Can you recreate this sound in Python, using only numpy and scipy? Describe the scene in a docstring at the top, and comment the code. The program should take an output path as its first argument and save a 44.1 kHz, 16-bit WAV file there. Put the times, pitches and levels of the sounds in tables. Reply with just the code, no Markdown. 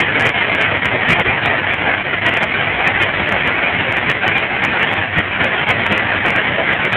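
"""A dense, buzzing clatter roars; an old engine hums below it. Clatter: sparse random pulses with a short
buzzing echo pass through drifting resonances and throb in level. Hum: a few sine harmonics of the engine's
firing rate waver and swell together. Loudest peaks: the pulse response of the overall colour, added onto crests
of the limited roar. All is confined to a narrow, telephone-like band; its loudest peaks clip and click into the
treble."""
import sys
import numpy as np
from scipy import signal
from scipy.io import wavfile
from scipy.ndimage import minimum_filter1d, map_coordinates

SR = 44100
rng = np.random.default_rng(int(sys.argv[2]) if len(sys.argv) > 2 else 0)


def file_out(sig):
    """Save sig as 16-bit WAV at sys.argv[1]."""
    # one column per channel
    cols = np.atleast_2d(sig).T
    # limit, then scale
    lim = np.clip(cols, -1, 1)
    pcm = np.round(lim * 32767).astype(np.int16)
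    wavfile.write(sys.argv[1], SR, pcm)


def elevation(decibels):
    """Turn decibel levels (scalar or array-like) into linear amplitude ratios."""
    levels = np.asarray(decibels, float)
    return 10 ** (levels / 20)


N = 306936  # samples


def evened(x):
    """Normalization: scales a signal to rms 1."""
    return x / np.sqrt(np.mean(x ** 2) + 1e-20)


def wander(hz):
    """Band-limited noise: a spline through random points, hz of them a second, of rms about 1."""
    points = rng.standard_normal(400)
    return map_coordinates(points, [np.arange(N) * hz / SR], order=3, mode="wrap")


def control(table, axis):
    """Linear interpolation: one column of a table, sample by sample."""
    columns = np.transpose(table)
    return np.interp(np.arange(N) / SR, columns[0], columns[axis])


def bumps(table, axis):
    """Superposition: sums raised-cosine humps, one per row (centre [s], half length [s], ..)."""
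    t = np.arange(0, N + 64, 64) / SR
    db = np.zeros(len(t))
    for row in table:
        phase = np.clip((t - row[0]) / max(row[1], .01), -1, 1)
        db += row[axis] * np.cos(np.pi / 2 * phase) ** 2
    return np.interp(np.arange(N) / SR, t, db)


def resonate(x, hz, width):
    """Heterodyne resonance: shifts hz to zero, smooths over width [Hz], shifts back; gain about 1 at the centre."""
    carrier = np.exp(2j * np.pi * np.cumsum(hz * np.ones(len(x))) / SR)
    decay = np.exp(-np.pi * width / SR)
    envelope = signal.lfilter([1 - decay], [1, -decay], x / carrier)
    return 2 * (carrier * envelope).real


# Overall colour of the sound with its narrow band: (frequency [Hz], level [dB])
OVERALL_COLOUR = [(12, -53), (20, -24), (38, -14), (77, -5), (113, -0.5), (164, -1.5), (425, -4.5),
                  (662, -5.5), (1200, -4.5), (1870, -1.5), (2290, -0.5), (2730, -7.5), (3120, -10),
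                  (3330, -13.5), (3980, -32.5), (5170, -66.5), (8760, -120)]


def pulse_response():
    """Minimum phase: the causal response to one pulse that has the overall colour."""
    f, db = np.transpose(OVERALL_COLOUR)
    hz = abs(np.fft.fftfreq(8192, 1 / SR))
    level_db = np.interp(np.log(hz + 1), np.log(f + 1), db)
    log_gain = np.log(elevation(np.maximum(level_db, -100)))
    # the Hilbert transform of the log gain gives the phase
    spectrum = np.exp(np.conj(signal.hilbert(log_gain)))
    return np.fft.ifft(spectrum).real[:4096]


def feedback_echo(pulses, share=0.42, hold_s=.03):
    """Feedback echo: the crackle repeats, weaker, 2.5-18 ms later, giving a short buzzing flutter."""
    step, longest = 110, 800  # shortest and longest delay [samples]
    starts = np.arange(longest, N - step, step)
    held_delays = rng.uniform(step, longest, 2000).astype(int)
    delays = held_delays[(starts / SR / hold_s).astype(int)]  # each delay holds for hold_s
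    out = pulses.copy()
    for a, delay in zip(starts, delays):
        out[a:a + step] += share * out[a - delay:a - delay + step]
    return out


# Slow drift of the clatter: (time [s], level [dB], centre of the high ringing [Hz])
CLATTER_DRIFT = [(0.0, -15, 2200), (0.11, -16, 1800), (0.15, -15.5, 2065), (0.91, -16.5, 1946),
                 (2.02, -16.5, 2041), (2.04, -17.5, 1920), (2.85, -16.5, 2080), (2.87, -15.5, 1937),
                 (3.55, -16, 2093), (4.81, -17, 1980), (5.0, -17.5, 1850), (5.95, -16, 1996),
                 (6.14, -15.5, 1940), (6.96, -16.5, 1937)]
# Surges of the clatter: (centre [s], half length [s], rise [dB], extra low ringing [dB], extra rumble [dB])
CLATTER_SURGES = [(0.01, 0.021, 4, -6, -6.5), (0.16, 0.033, 2.5, -7, 0), (0.205, 0.021, 1, -5, 4.5),
                  (0.269, 0.031, 4.5, 3.5, 0.5), (0.564, 0.053, 2.5, -1.5, 1), (0.629, 0.053, 4.5, 0, -2),
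                  (0.858, 0.017, 2.5, -5.5, 2), (1.117, 0.053, 9, 0, 3), (1.197, 0.03, 5.5, 4.5, 6),
                  (1.282, 0.035, 4, 1.0, 1.5), (1.467, 0.03, 6, 3, 0.5), (1.911, 0.033, 2.5, 2, -3),
                  (2.135, 0.027, 5, 0.5, 0), (2.275, 0.035, 7, -2, -1.5), (2.38, 0.089, 2.0, -1.5, -3.5),
                  (2.429, 0.03, 2.5, 3.5, -2), (2.878, 0.03, 5, -3.5, 1), (3.023, 0.024, 4, -1.5, -1),
                  (3.288, 0.034, 1, -5.5, -7), (3.472, 0.03, 2.5, -1.5, 2), (3.976, 0.03, 2.5, 1, 1.5),
                  (4.106, 0.035, 4.5, -7.5, -4), (4.285, 0.03, 2, -3, 0), (4.37, 0.03, 6.5, -4.5, 0.5),
                  (4.639, 0.03, 4.5, 2, -3), (4.869, 0.094, 4, -1, -3), (5.188, 0.039, 5, 1, 4),
                  (5.418, 0.06, 5, 1.5, 0.5), (5.542, 0.038, 2.0, -0.5, -3), (5.707, 0.03, 5.5, -0.5, 0),
                  (5.857, 0.03, 3, -1.5, 0), (5.927, 0.023, 3.5, -1.0, 6), (5.981, 0.03, 2.5, -9, -2.5),
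                  (6.281, 0.033, 2, 0.5, 6), (6.371, 0.037, 3.0, 2, 4), (6.934, 0.03, 1.5, -7, 0.5)]
# Brief dips of the clatter: (centre [s], half length [s], drop [dB])
CLATTER_LULLS = [(0.329, 0.019, 3.5), (0.469, 0.027, 5), (0.798, 0.021, 5), (1.237, 0.021, 7.5),
                 (1.327, 0.027, 1.5), (1.422, 0.032, 4), (1.611, 0.012, 3.5), (2.035, 0.14, 1.5),
                 (2.205, 0.013, 9), (3.542, 0.015, 4.5), (4.195, 0.028, 5.5), (4.47, 0.032, 2),
                 (4.859, 0.022, 3), (5.049, 0.076, 3), (5.093, 0.03, 6.5), (5.293, 0.024, 4),
                 (5.652, 0.03, 6), (6.231, 0.03, 3.5), (6.565, 0.025, 5.5)]
# Flares of the low ringing on its own: (centre [s], half length [s], rise [dB])
LOW_RING_FLARES = [(0.05, 0.03, 4.5), (1.038, 0.028, 2.5), (1.502, 0.065, 5.5), (1.886, 0.045, 6.5),
                   (3.203, 0.043, 5.5), (3.357, 0.054, 4), (3.821, 0.03, 3.5), (4.929, 0.03, 5.5),
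                   (5.373, 0.036, 7), (5.507, 0.041, 2.5), (6.51, 0.026, 7.5), (6.77, 0.041, 6)]


def clatter():
    """Source-filter synthesis: sparse random pulses pass through drifting resonances, over a duller rumble."""
    # one pulse of either sign per slot, heights spread over 16.9 dB, on a bed of noise
    slot = 40  # samples
    at = np.arange(0, N - slot, slot)
    draws = rng.random((len(at), 3))
    pulses = 0.5 * rng.standard_normal(N) / np.sqrt(slot)
    places = at + (draws[:, 0] * slot).astype(int)
    pulses[places] += np.sign(draws[:, 1] - .5) * elevation(16.9 * draws[:, 2])
    pulses = feedback_echo(pulses) * elevation(1.48 * wander(hz=55.54))  # fast flutter shared by all bands

    low_db = bumps(CLATTER_SURGES, axis=3) + bumps(LOW_RING_FLARES, axis=2)
    rumble_db = bumps(CLATTER_SURGES, axis=4) + 2.4 * wander(hz=17)
    throb_db = bumps(CLATTER_SURGES, axis=2) - bumps(CLATTER_LULLS, axis=2)

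    # each resonance wanders in pitch and in level
    high_hz = control(CLATTER_DRIFT, axis=2) + 170 * wander(hz=24.87)
    high = resonate(pulses, high_hz, 140) * elevation(3.0 + 2.9 * wander(hz=25.23))
    high += resonate(pulses, 1650 + 130 * wander(hz=18), 170) * elevation(-0.5 + 5.2 * wander(hz=16))
    high += resonate(pulses, 2450 + 150 * wander(hz=14), 190) * elevation(-2.5 + 3.0 * wander(hz=23))
    low = resonate(pulses, 680 + 90 * wander(hz=20), 260) * elevation(2.5 + 3.5 * wander(hz=22.096) + low_db)
    top = resonate(pulses, 3050 + 200 * wander(hz=20), 300) * elevation(-1.0 + 5.0 * wander(hz=22.4))
    top += resonate(pulses, 3900 + 250 * wander(hz=18), 500) * elevation(-0.4 + 5.2 * wander(hz=20.95))
    sound = signal.oaconvolve(pulses + high + low + top, pulse_response())[:N]

    rumble = signal.sosfilt(signal.butter(2, 380, fs=SR, output="sos"), sound)
    sound += rumble * (elevation(rumble_db) - 1)
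    deep = signal.sosfilt(signal.butter(2, 95, fs=SR, output="sos"), sound)
    sound += deep * (elevation(-1.5 + 4.7 * wander(hz=11)) - 1)  # the deepest rumble comes in lumps
    return evened(sound) * elevation(control(CLATTER_DRIFT, axis=1) + throb_db)


# Engine orders: (multiple of the firing rate, relative level [dB])
ENGINE_ORDERS = [(3, -0.5), (4, -8), (5, -19), (6, -13.5), (7, -10.5)]
# Swells of the hum: (centre [s], half length [s], rise [dB])
HUM_SWELLS = [(0.015, 0.027, 10), (0.145, 0.15, 8.5), (0.269, 0.03, 12.5), (0.519, 0.027, 8.0),
              (0.663, 0.21, 9.0), (0.838, 0.03, 13), (0.938, 0.03, 8), (1.162, 0.15, 6.5),
              (1.207, 0.03, 5.5), (1.492, 0.055, 17), (1.671, 0.15, 12.5), (1.811, 0.03, 8.5),
              (2.375, 0.087, 13), (2.589, 0.03, 9), (2.674, 0.15, 4), (2.948, 0.073, 8.5),
              (3.163, 0.0295, 16), (3.352, 0.045, 16), (3.522, 0.03, 6), (3.816, 0.041, 10),
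              (4.28, 0.027, 14.5), (4.664, 0.15, 6.5), (5.004, 0.045, 13), (5.178, 0.096, 12),
              (5.433, 0.15, 7), (5.617, 0.04, 12), (5.702, 0.035, 18), (5.907, 0.073, 13.0),
              (6.056, 0.027, 17), (6.206, 0.12, 6.5), (6.515, 0.039, 14), (6.62, 0.026, 9),
              (6.854, 0.15, 4)]


def hum():
    """Harmonic series: low orders of the firing rate, each wavering, all throbbing together."""
    firing_hz = 32.75  # mean rate
    base_db = -40  # mean level between the swells, before each order's own level
    turns = np.cumsum(firing_hz * (1 + .012 * wander(hz=4.5))) / SR
    orders = np.zeros(N)
    for k, db in ENGINE_ORDERS:
        level = elevation(db + 2.7 * wander(hz=7.5))
        orders += level * np.sin(2 * np.pi * (k * turns + rng.random()))
    return orders * elevation(base_db + bumps(HUM_SWELLS, axis=2) + 3.1 * wander(hz=16))


def limited(x):
    """Peak limiting: a fast, smoothed gain holds the ordinary peaks just under the clipping point."""
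    allowed = np.minimum(.66 / (abs(x) + 1e-9), 1)
    lowest = minimum_filter1d(allowed, 121)
    gain_change = signal.oaconvolve(lowest - 1, np.hanning(121) / 60, "same")
    return x * gain_change + x


# Loudest peaks of the roar, which clip and click: (time [s], peak level before band limit and clipping [dB])
CLIPPED_PEAKS = [(0.0034, -0.4), (0.0053, -1.4), (0.0085, -0.7), (0.0122, -2.3), (0.0154, -2.1),
                 (0.1971, -1.1), (0.2022, -1.1), (0.2088, -1.3), (0.2105, -1.5), (0.2234, -1.5),
                 (0.2553, -2.4), (0.2622, -1.6), (0.2681, -1.6), (0.2701, -2.0), (0.2754, -1.8),
                 (0.2925, -0.3), (0.3025, -2.6), (0.5499, -1.6), (0.5555, -2.8), (0.6144, -1.2),
                 (0.6228, -1.3), (0.7718, -2.7), (0.8472, -2.4), (0.8556, -1.6), (0.8573, -1.3),
                 (0.86, -1.9), (1.0905, -2.4), (1.0977, -1.9), (1.1017, -1.7), (1.1039, -1.8),
                 (1.1063, -0.8), (1.1081, -1.6), (1.1121, -1.0), (1.1168, -2.2), (1.1205, -1.4),
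                 (1.1234, -2.4), (1.1255, -1.4), (1.1298, -2.3), (1.1319, -0.8), (1.1985, -1.7),
                 (1.2049, -2.7), (1.4596, -1.6), (1.7366, -2.3), (1.7424, -2.3), (2.2649, -1.1),
                 (2.2672, -1.4), (2.2692, -2.5), (2.2839, -2.4), (2.2914, -2.7), (2.3399, -1.9),
                 (2.3724, -1.2), (2.4272, -2.0), (2.4326, -1.0), (2.4408, -1.5), (2.8711, -2.7),
                 (2.8759, -0.7), (2.8788, -1.4), (3.0159, -2.5), (3.0193, -2.1), (3.0259, -1.0),
                 (3.0344, -1.6), (3.2916, -2.0), (3.324, -1.9), (3.4731, -2.9), (3.476, -1.9),
                 (3.9109, -2.8), (3.9245, -1.6), (3.9691, -2.0), (3.984, -2.4), (4.0993, -0.6),
                 (4.103, -1.8), (4.1159, -1.7), (4.2792, -2.4), (4.2803, -0.3), (4.3826, -2.0),
                 (4.6341, -2.8), (4.6405, -1.1), (4.6502, -0.7), (4.7958, -2.6), (4.8301, -1.7),
                 (4.9145, -2.6), (4.9263, -2.6), (4.9324, -2.4), (4.9387, -2.3), (5.185, -1.9),
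                 (5.192, -2.3), (5.4427, -2.6), (5.4451, -1.3), (5.615, -2.8), (5.6895, -1.9),
                 (5.6935, -2.0), (5.7003, -2.8), (5.7023, -2.8), (5.7044, -1.6), (5.7059, -1.7),
                 (5.7088, -1.7), (5.7111, -1.5), (5.8639, -2.8), (5.8661, -1.8), (5.9233, -1.7),
                 (5.9276, -1.9), (5.9785, -1.7), (5.9798, -1.4), (6.2632, -1.7), (6.2839, -1.9),
                 (6.2866, -2.6), (6.3051, -1.1), (6.3539, -2.9), (6.3625, -1.7), (6.7335, -2.5),
                 (6.7363, -2.6), (6.8516, -1.6), (6.9237, -2.4), (6.9298, -1.5)]


def loudest_peaks(steady):
    """Impulse response: a scaled pulse response lifts a crest of the roar to each peak, then rings out."""
    shape = pulse_response()
    shape = shape + 0.36 * resonate(shape, 2600, 500)
    top = abs(shape).argmax()
    lead = top + 8  # samples
    out = np.pad(steady, (lead, len(shape)))
    for s, peak_db in CLIPPED_PEAKS:
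        start = round(s * SR)
        # the largest excursion within 8 samples of the given time
        start += abs(out[start + top:start + top + 17]).argmax()
        crest = out[start + top]
        missing = np.sign(crest) * elevation(peak_db) - crest
        out[start:start + len(shape)] += missing * shape / shape[top]
    return out[lead:lead + N]


def scene():
    """Superposition: clatter and hum, limited together, with the loudest peaks raised on top."""
    roar = limited(clatter() + hum())
    return loudest_peaks(roar)[None]


def roll_off(x):
    """The treble ends steeply here."""
    return signal.sosfilt(signal.butter(12, 15870, fs=SR, output="sos"), x)


def record(dry):
    """Band limiting to a telephone-like band, then hard clipping that crackles into the treble."""
    ceiling = .707  # amplitude of the clipping point
    band = signal.firwin(301, 4480, window=("kaiser", 10), fs=SR)
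    narrow = signal.oaconvolve(dry, band[None], "same")
    mix = np.clip(narrow, -ceiling, ceiling)
    return roll_off(mix)


dry = scene()
out = record(dry)
file_out(out)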